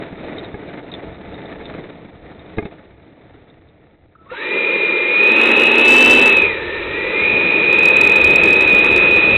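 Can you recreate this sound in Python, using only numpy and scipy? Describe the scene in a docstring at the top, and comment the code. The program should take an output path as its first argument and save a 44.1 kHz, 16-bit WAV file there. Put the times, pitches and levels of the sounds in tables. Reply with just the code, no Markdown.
"""The electric ducted fans of a model jet spool up, ease off briefly and run up again on a runway.
Two duct resonances whistle and beat over the blade-passing tone and the turbulent exhaust.
Before the fans start, the jet coasts, rattling over the asphalt and one hard bump.
A microphone under its belly is buffeted by the wind and overloads on the loudest beats."""
import sys
import numpy as np
from scipy.fft import rfft, irfft, next_fast_len
from scipy.io import wavfile
from scipy.ndimage import map_coordinates

SR = 44100
rng = np.random.default_rng(int(sys.argv[2]) if len(sys.argv) > 2 else 0)


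def pcm_store(signal):
    """Save signal as 16-bit PCM."""
    levels = np.round(np.clip(np.atleast_2d(signal), -1, 1) * 32767)
    wavfile.write(sys.argv[1], SR, levels.astype(np.int16).T)


N = 413216

# fan speed, which drives the tones and the airflow: (time [s], blade-passing frequency [Hz])
FAN_SPEED = [(4.2, 716), (4.31, 1330), (4.42, 1794), (4.58, 2092), (5.06, 2092), (5.15, 2222), (5.24, 2486),
             (5.42, 2838), (5.75, 2846), (5.93, 3004), (6.12, 3032), (6.26, 3002), (6.45, 2306),
             (6.52, 1942), (6.6, 1776), (6.87, 1840), (7.14, 2037), (7.28, 2258), (7.65, 2284), (7.8, 2499),
             (9.36, 2484)]
FULL_SPEED_HZ = 3000


def amp(db):
    """Decibels as an amplitude ratio."""
    return 10 ** (np.asarray(db) / 20)


def unit(x):
    """Normalisation to rms 1."""
    return x / np.sqrt(np.mean(x ** 2) + 1e-20)


def curves(rows):
    """Linear interpolation: one value per sample for each column after the time."""
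    times, *columns = np.transpose(rows)
    return [np.interp(np.arange(N) / SR, times, column) for column in columns]


def after(start_s, fade_s):
    """A gate that opens in a linear ramp."""
    return np.clip((np.arange(N) / SR - start_s) / fade_s, 0, 1)


def wobble(rate):
    """Random modulation: a smooth curve with rate knots a second."""
    knots = rng.standard_normal(int(N * rate / SR) + 4)
    return map_coordinates(knots, [np.arange(N) * rate / SR])


def filtered(x, response):
    """Linear filtering: the spectrum of x times a frequency response."""
    size = next_fast_len(N + 8192)
    return irfft(rfft(x, size) * response(np.fft.rfftfreq(size, 1 / SR)), size)[:N]


def coloured(x, spectrum):
    """Spectral shaping by rows of (frequency [Hz], level [dB]), at rms 1."""
    knots_hz, db = np.transpose(spectrum)
    return unit(filtered(x, lambda hz: amp(np.interp(np.log(hz + 1), np.log(knots_hz), db))))


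def noise(spectrum):
    """Coloured Gaussian noise of rms 1."""
    return coloured(rng.standard_normal(N), spectrum)


def phase_of(hz):
    """Phase as the integral of frequency."""
    return 2 * np.pi * np.cumsum(hz) / SR


def tone(hz, jitter_hz, rough, width_hz):
    """Turbulence modulates a tone of rms 1: its pitch jitters and noise sidebands share its power."""
    phase = phase_of(hz + jitter_hz * wobble(45))
    skirt = lambda f: 1 / (1 + (f / width_hz) ** 2)
    in_phase, quadrature = [rough * unit(filtered(rng.standard_normal(N), skirt)) for _ in range(2)]
    return ((1 + in_phase) * np.sin(phase) + quadrature * np.cos(phase)) / np.sqrt(.5 + rough ** 2)


def by_speed(full_db, growth_db):
    """A power law: the gain is full_db at full fan speed and changes by growth_db per doubling."""
    return amp(full_db + growth_db * np.log2(curves(FAN_SPEED)[0] / FULL_SPEED_HZ))


def add(track, start_s, sound):
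    """Superposition of a sound on a track."""
    part = track[round(start_s * SR):][:len(sound)]
    part += sound[:len(part)]


def wind_buffet():
    """Wind and shaking at the microphone make lumpy, low-frequency pressure fluctuations."""
    # strength of the buffeting: (time [s], relative level [dB])
    buffeting = [(0, -47.5), (.9, -48.5), (1.3, -44), (2.2, -50.5), (3.8, -56), (4.6, -60.5), (5.7, -53),
                 (5.95, -41), (7.8, -43), (9.36, -33.5)]
    # wind spectrum: (frequency [Hz], relative level [dB])
    wind_spectrum = [(15, -7.5), (30, 0), (55, 1.5), (80, 7.5), (130, 0.5), (200, -11.5), (400, -35.5)]
    db, = curves(buffeting)
    return amp(db + 1.5 + 2.2 * wobble(12)) * noise(wind_spectrum)


def rolling():
    """Roughness excitation: asphalt grit shakes the airframe and crackles under the tyres."""
    # rumble while coasting to a near stop, then gathering speed: (time [s], relative level [dB])
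    coasting = [(0.0, -29), (0.35, -33), (0.77, -35), (1.36, -35), (1.84, -35), (2.16, -41), (2.6, -39),
                (2.74, -43.5), (4.12, -55)]
    run_up = [(4.3, -48), (5.2, -50), (7, -40.5), (7.3, -30), (9.36, -29)]
    # airframe and tyre responses: (frequency [Hz], relative level [dB])
    airframe_spectrum = [(50, -47), (120, -4.5), (185, 0), (245, -3.5), (300, 2), (380, -3), (440, -0.5),
                         (600, -6), (690, -3.5), (770, -11), (880, -10), (980, -17), (1400, -44)]
    tyre_spectrum = [(600, -32), (950, -2.5), (1200, 5.5), (1400, 4.5), (1600, 2.5), (1800, 6), (2300, 4.5),
                     (2700, -3.5), (3200, -7.5), (3650, 0), (4200, -13)]
    roll_db, = curves(list(coasting) + list(run_up))
    grit = wobble(70)
    rumble = amp(.5 + 1.64 * grit) * noise(airframe_spectrum)
    contacts = rng.standard_normal(N) * amp(2.0 * grit + 2.2 * wobble(500))
    crackle = amp(-8) * coloured(contacts, tyre_spectrum)
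    return amp(roll_db + 1.4 * wobble(7.9)) * (rumble + crackle)


def gear_bumps(t, attack):
    """Impact excitation: each bump cracks and sets the damped modes of the landing gear ringing."""
    # blows on the gear: (time [s], relative level [dB], gain of the crack and modes above 1 kHz [dB])
    blows = [(.128, -18, -4), (0.246, -25, -6), (.542, -13, -4), (1.089, -31, -4), (1.608, -26, 1),
             (2.574, -13, -14), (2.583, -2.5, 0.5), (2.5917, -15, -9), (2.625, -15, -4),
             (2.653, -14.5, -0.5)]
    # strut and fuselage modes: (frequency [Hz], relative level [dB], 60 dB decay time [s])
    modes = [(99, -4.5, 0.039), (193, 6.5, 0.022), (310, -1.5, 0.037), (419, -6.5, 0.082),
             (673, -13.5, 0.059), (842, -14, 0.08), (1230, -14.5, 0.043), (1657, -8.5, 0.027),
             (2130, -13, 0.058), (2530, -16, 0.043)]
    out = np.zeros(N)
    for start_s, db, bright_db in blows:
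        ring = np.zeros(len(t))
        for hz, mode_db, t60 in modes:
            decay = amp(mode_db + bright_db * (hz > 1000) + rng.normal(0, 1.8) - 60 * t / t60)
            ring += decay * np.sin(2 * np.pi * hz * rng.normal(1, 0.025) * t)
        crack = amp(bright_db - 13 - 60 * t / 0.022) * rng.standard_normal(len(t))
        add(out, start_s, amp(db - 3) * (ring + crack) * attack)
    return out


def wheel_ticks(t, attack):
    """Free vibration: loose metal in the nose wheel strikes, rings in one mode and bounces once."""
    # the clearest ticks: (time [s], relative level [dB])
    clear_ticks = [(.383, -24), (.446, -31), (.917, -28), (.939, -22), (1.342, -32.5), (1.457, -33),
                   (1.655, -28), (2.393, -39), (2.568, -40), (2.652, -39), (3.5, -44), (3.687, -50)]
    faint_ticks = [(s, -42.5) for s in rng.uniform(0, 1.9, size=9)]  # while the wheel runs fast
    envelope = attack * amp(-60 * t / 0.015)
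    out = np.zeros(N)
    for start_s, db in clear_ticks + faint_ticks:
        ring_hz = rng.normal(3653, 44)
        contact = amp(-2) * rng.standard_normal(len(t))
        tick = amp(db + 10.5) * envelope * (np.sin(2 * np.pi * ring_hz * t) + contact)
        add(out, start_s, tick)
        add(out, start_s + rng.uniform(0.0045, 0.012), amp(-6) * tick)
    return out


def motor_starts(t):
    """Starting transients: the motors jerk into step with chirps roughened by phase noise."""
    # motor chirps: (time [s], level [dB], frequency [Hz], duration [s])
    chirps = [(4.15, -42, 1350, 0.024), (4.18, -48, 1300, 0.12), (4.301, -37, 1820, .025),
              (4.302, -41, 2720, 0.045), (4.313, -24, 489, 0.039), (4.33, -29, 930, 0.035)]
    out = np.zeros(N)
    for start_s, db, hz, duration_s in chirps:
        swell = np.sin(np.pi * np.minimum(t / duration_s, 1) ** 0.52) ** 2
        stutter = np.cumsum(rng.normal(0, 0.067, len(t)))
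        add(out, start_s, amp(db) * swell * np.sin(2 * np.pi * hz * t + stutter))
    return out


def airflow():
    """Turbulence in the ducts radiates broadband noise that grows as a power of the fan speed."""
    # exhaust roar, intake rush, blade hiss and free jet: (frequency [Hz], relative level [dB])
    roar_spectrum = [(60, -49.5), (150, -27.5), (210, -14), (270, -14), (350, 0), (470, 0), (570, -5.5),
                     (660, -15), (740, -27), (1000, -75)]
    rush_spectrum = [(700, -46), (780, -17.5), (860, 3), (930, 1.5), (1080, -5), (1280, 1), (1550, -4.5),
                     (1820, 3), (2000, 0), (2300, 2.5), (2650, 1.5), (3000, -15.5), (3400, -42.5)]
    hiss_spectrum = [(2200, -32.5), (2800, 4.5), (3200, 3.5), (3550, 6.5), (3900, 10.5), (4300, -14.5),
                     (5000, -37)]
    jet_spectrum = [(120, -21.5), (220, -3.5), (300, 3.5), (500, -13), (750, -5), (870, -0.5),
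                    (1100, -12.5), (1600, -26)]
    roar = by_speed(full_db=-18, growth_db=13) * amp(0.5 * wobble(14)) * noise(roar_spectrum)
    rush = by_speed(full_db=-19.5, growth_db=14) * amp(0.8 * wobble(20)) * noise(rush_spectrum)
    hiss = by_speed(full_db=-25.5, growth_db=16) * noise(hiss_spectrum)
    # the free jet fills the hollows between the duct resonances
    jet = by_speed(full_db=-22, growth_db=38) * noise(jet_spectrum)
    start_s = 4.28
    return after(start_s, fade_s=0.27) * roar + after(start_s, fade_s=0.092) * (rush + hiss + jet)


def fan_tones():
    """Rotor noise: a blade-passing tone, raspy at low speed, and shaft orders that emerge at high speed."""
    blades = 12
    blade_hz, = curves(FAN_SPEED)
    speed = blade_hz / FULL_SPEED_HZ
    blade_gain = by_speed(full_db=-25.5, growth_db=8) * amp(2.4 * wobble(11))
    blade_tone = blade_gain * tone(blade_hz, jitter_hz=8.02, rough=.18 / speed ** 2, width_hz=100)
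    shaft_phase = phase_of((blade_hz + 14 * wobble(35)) / blades)
    hum = amp(-23 + 0.48 * wobble(25)) * np.sin(shaft_phase)
    buzz = amp(-33 + 3.4 * wobble(25)) * np.sin(blades / 2 * shaft_phase)
    return after(4.24, fade_s=.24) * (blade_tone + speed ** 8 * (hum + buzz))


def duct_whistle(hz, gain):
    """Flow-excited resonance: a duct sings one note, breathier when weakly blown."""
    breath = 0.22 + .62 / (1 + (gain / amp(-27)) ** 2)
    return gain * tone(hz, jitter_hz=7.74, rough=breath, width_hz=123)


def beating_whistles():
    """Interference: the whistles of the two ducts beat at their difference frequency."""
    # how strongly the ducts sing: (blade-passing frequency [Hz], relative level [dB])
    singing = [(1500, -55), (1800, -29.5), (2090, -16), (2280, -12), (2490, -8.5), (2680, -10.5),
               (2850, -9.5), (2930, -7.5)]
    # the whistles compete for the same air: (time [s], pitch gap [Hz], high one's amplitude share [0-1])
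    rivalry = [(4.55, 71.52, .2), (5.25, 51.94, 0.18), (5.5, 67.76, .48), (5.81, 74.3, 0.54),
               (5.87, 76.1, 0.89), (6.12, 89.84, 1), (6.2, 88.1, 0.6), (6.3, 75.5, 1), (6.4, 54.88, 0.5),
               (7.05, 78, .3), (7.77, 55, 0.33), (7.88, 38.02, 0.5), (8.54, 36.08, 0.58),
               (8.62, 69.14, 0.6), (8.75, 67.55, 0), (8.87, 70.64, .5), (9.1, 81.04, 0.3),
               (9.36, 86.1, 0.37)]
    blade_hz, = curves(FAN_SPEED)
    gap_hz, high_share = curves(rivalry)
    low_hz = 2546 + .134 * (blade_hz - FULL_SPEED_HZ)  # the pitch rises a little with the airflow
    coupling_db = 0.0316 * (58.7 - gap_hz)  # the closer their pitches, the more they drive each other
    strength = amp(np.interp(blade_hz, *np.transpose(singing)) + coupling_db)
    low = duct_whistle(low_hz, strength * (1 - high_share))
    high = duct_whistle(low_hz + gap_hz, strength * high_share)
    return after(4.3, fade_s=0.056) * (low + high)


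def scene():
    """Superposition of the sustained sources and the transients in one channel."""
    sustained = fan_tones() + beating_whistles() + airflow() + rolling() + wind_buffet()
    t = np.arange(SR // 5) / SR  # time within one transient [s]
    attack = 1 - np.exp(-t / 0.0024)
    transients = gear_bumps(t, attack) + wheel_ticks(t, attack) + motor_starts(t)
    return (sustained + transients)[None]


def record(dry):
    """Harmonic distortion: a band-limited microphone channel saturates, so loud beats spit treble."""
    mic_hz, top_hz = 4130, 15827
    ceiling, knee_sharpness = .715, 22
    narrow = filtered(dry[0], lambda hz: 1 / np.sqrt(1 + (hz / mic_hz) ** 110))
    clipped = narrow / (1 + np.abs(narrow / ceiling) ** knee_sharpness) ** (1 / knee_sharpness)
    return filtered(clipped, lambda hz: hz < top_hz)[None]


dry = scene()
out = record(dry)
pcm_store(out)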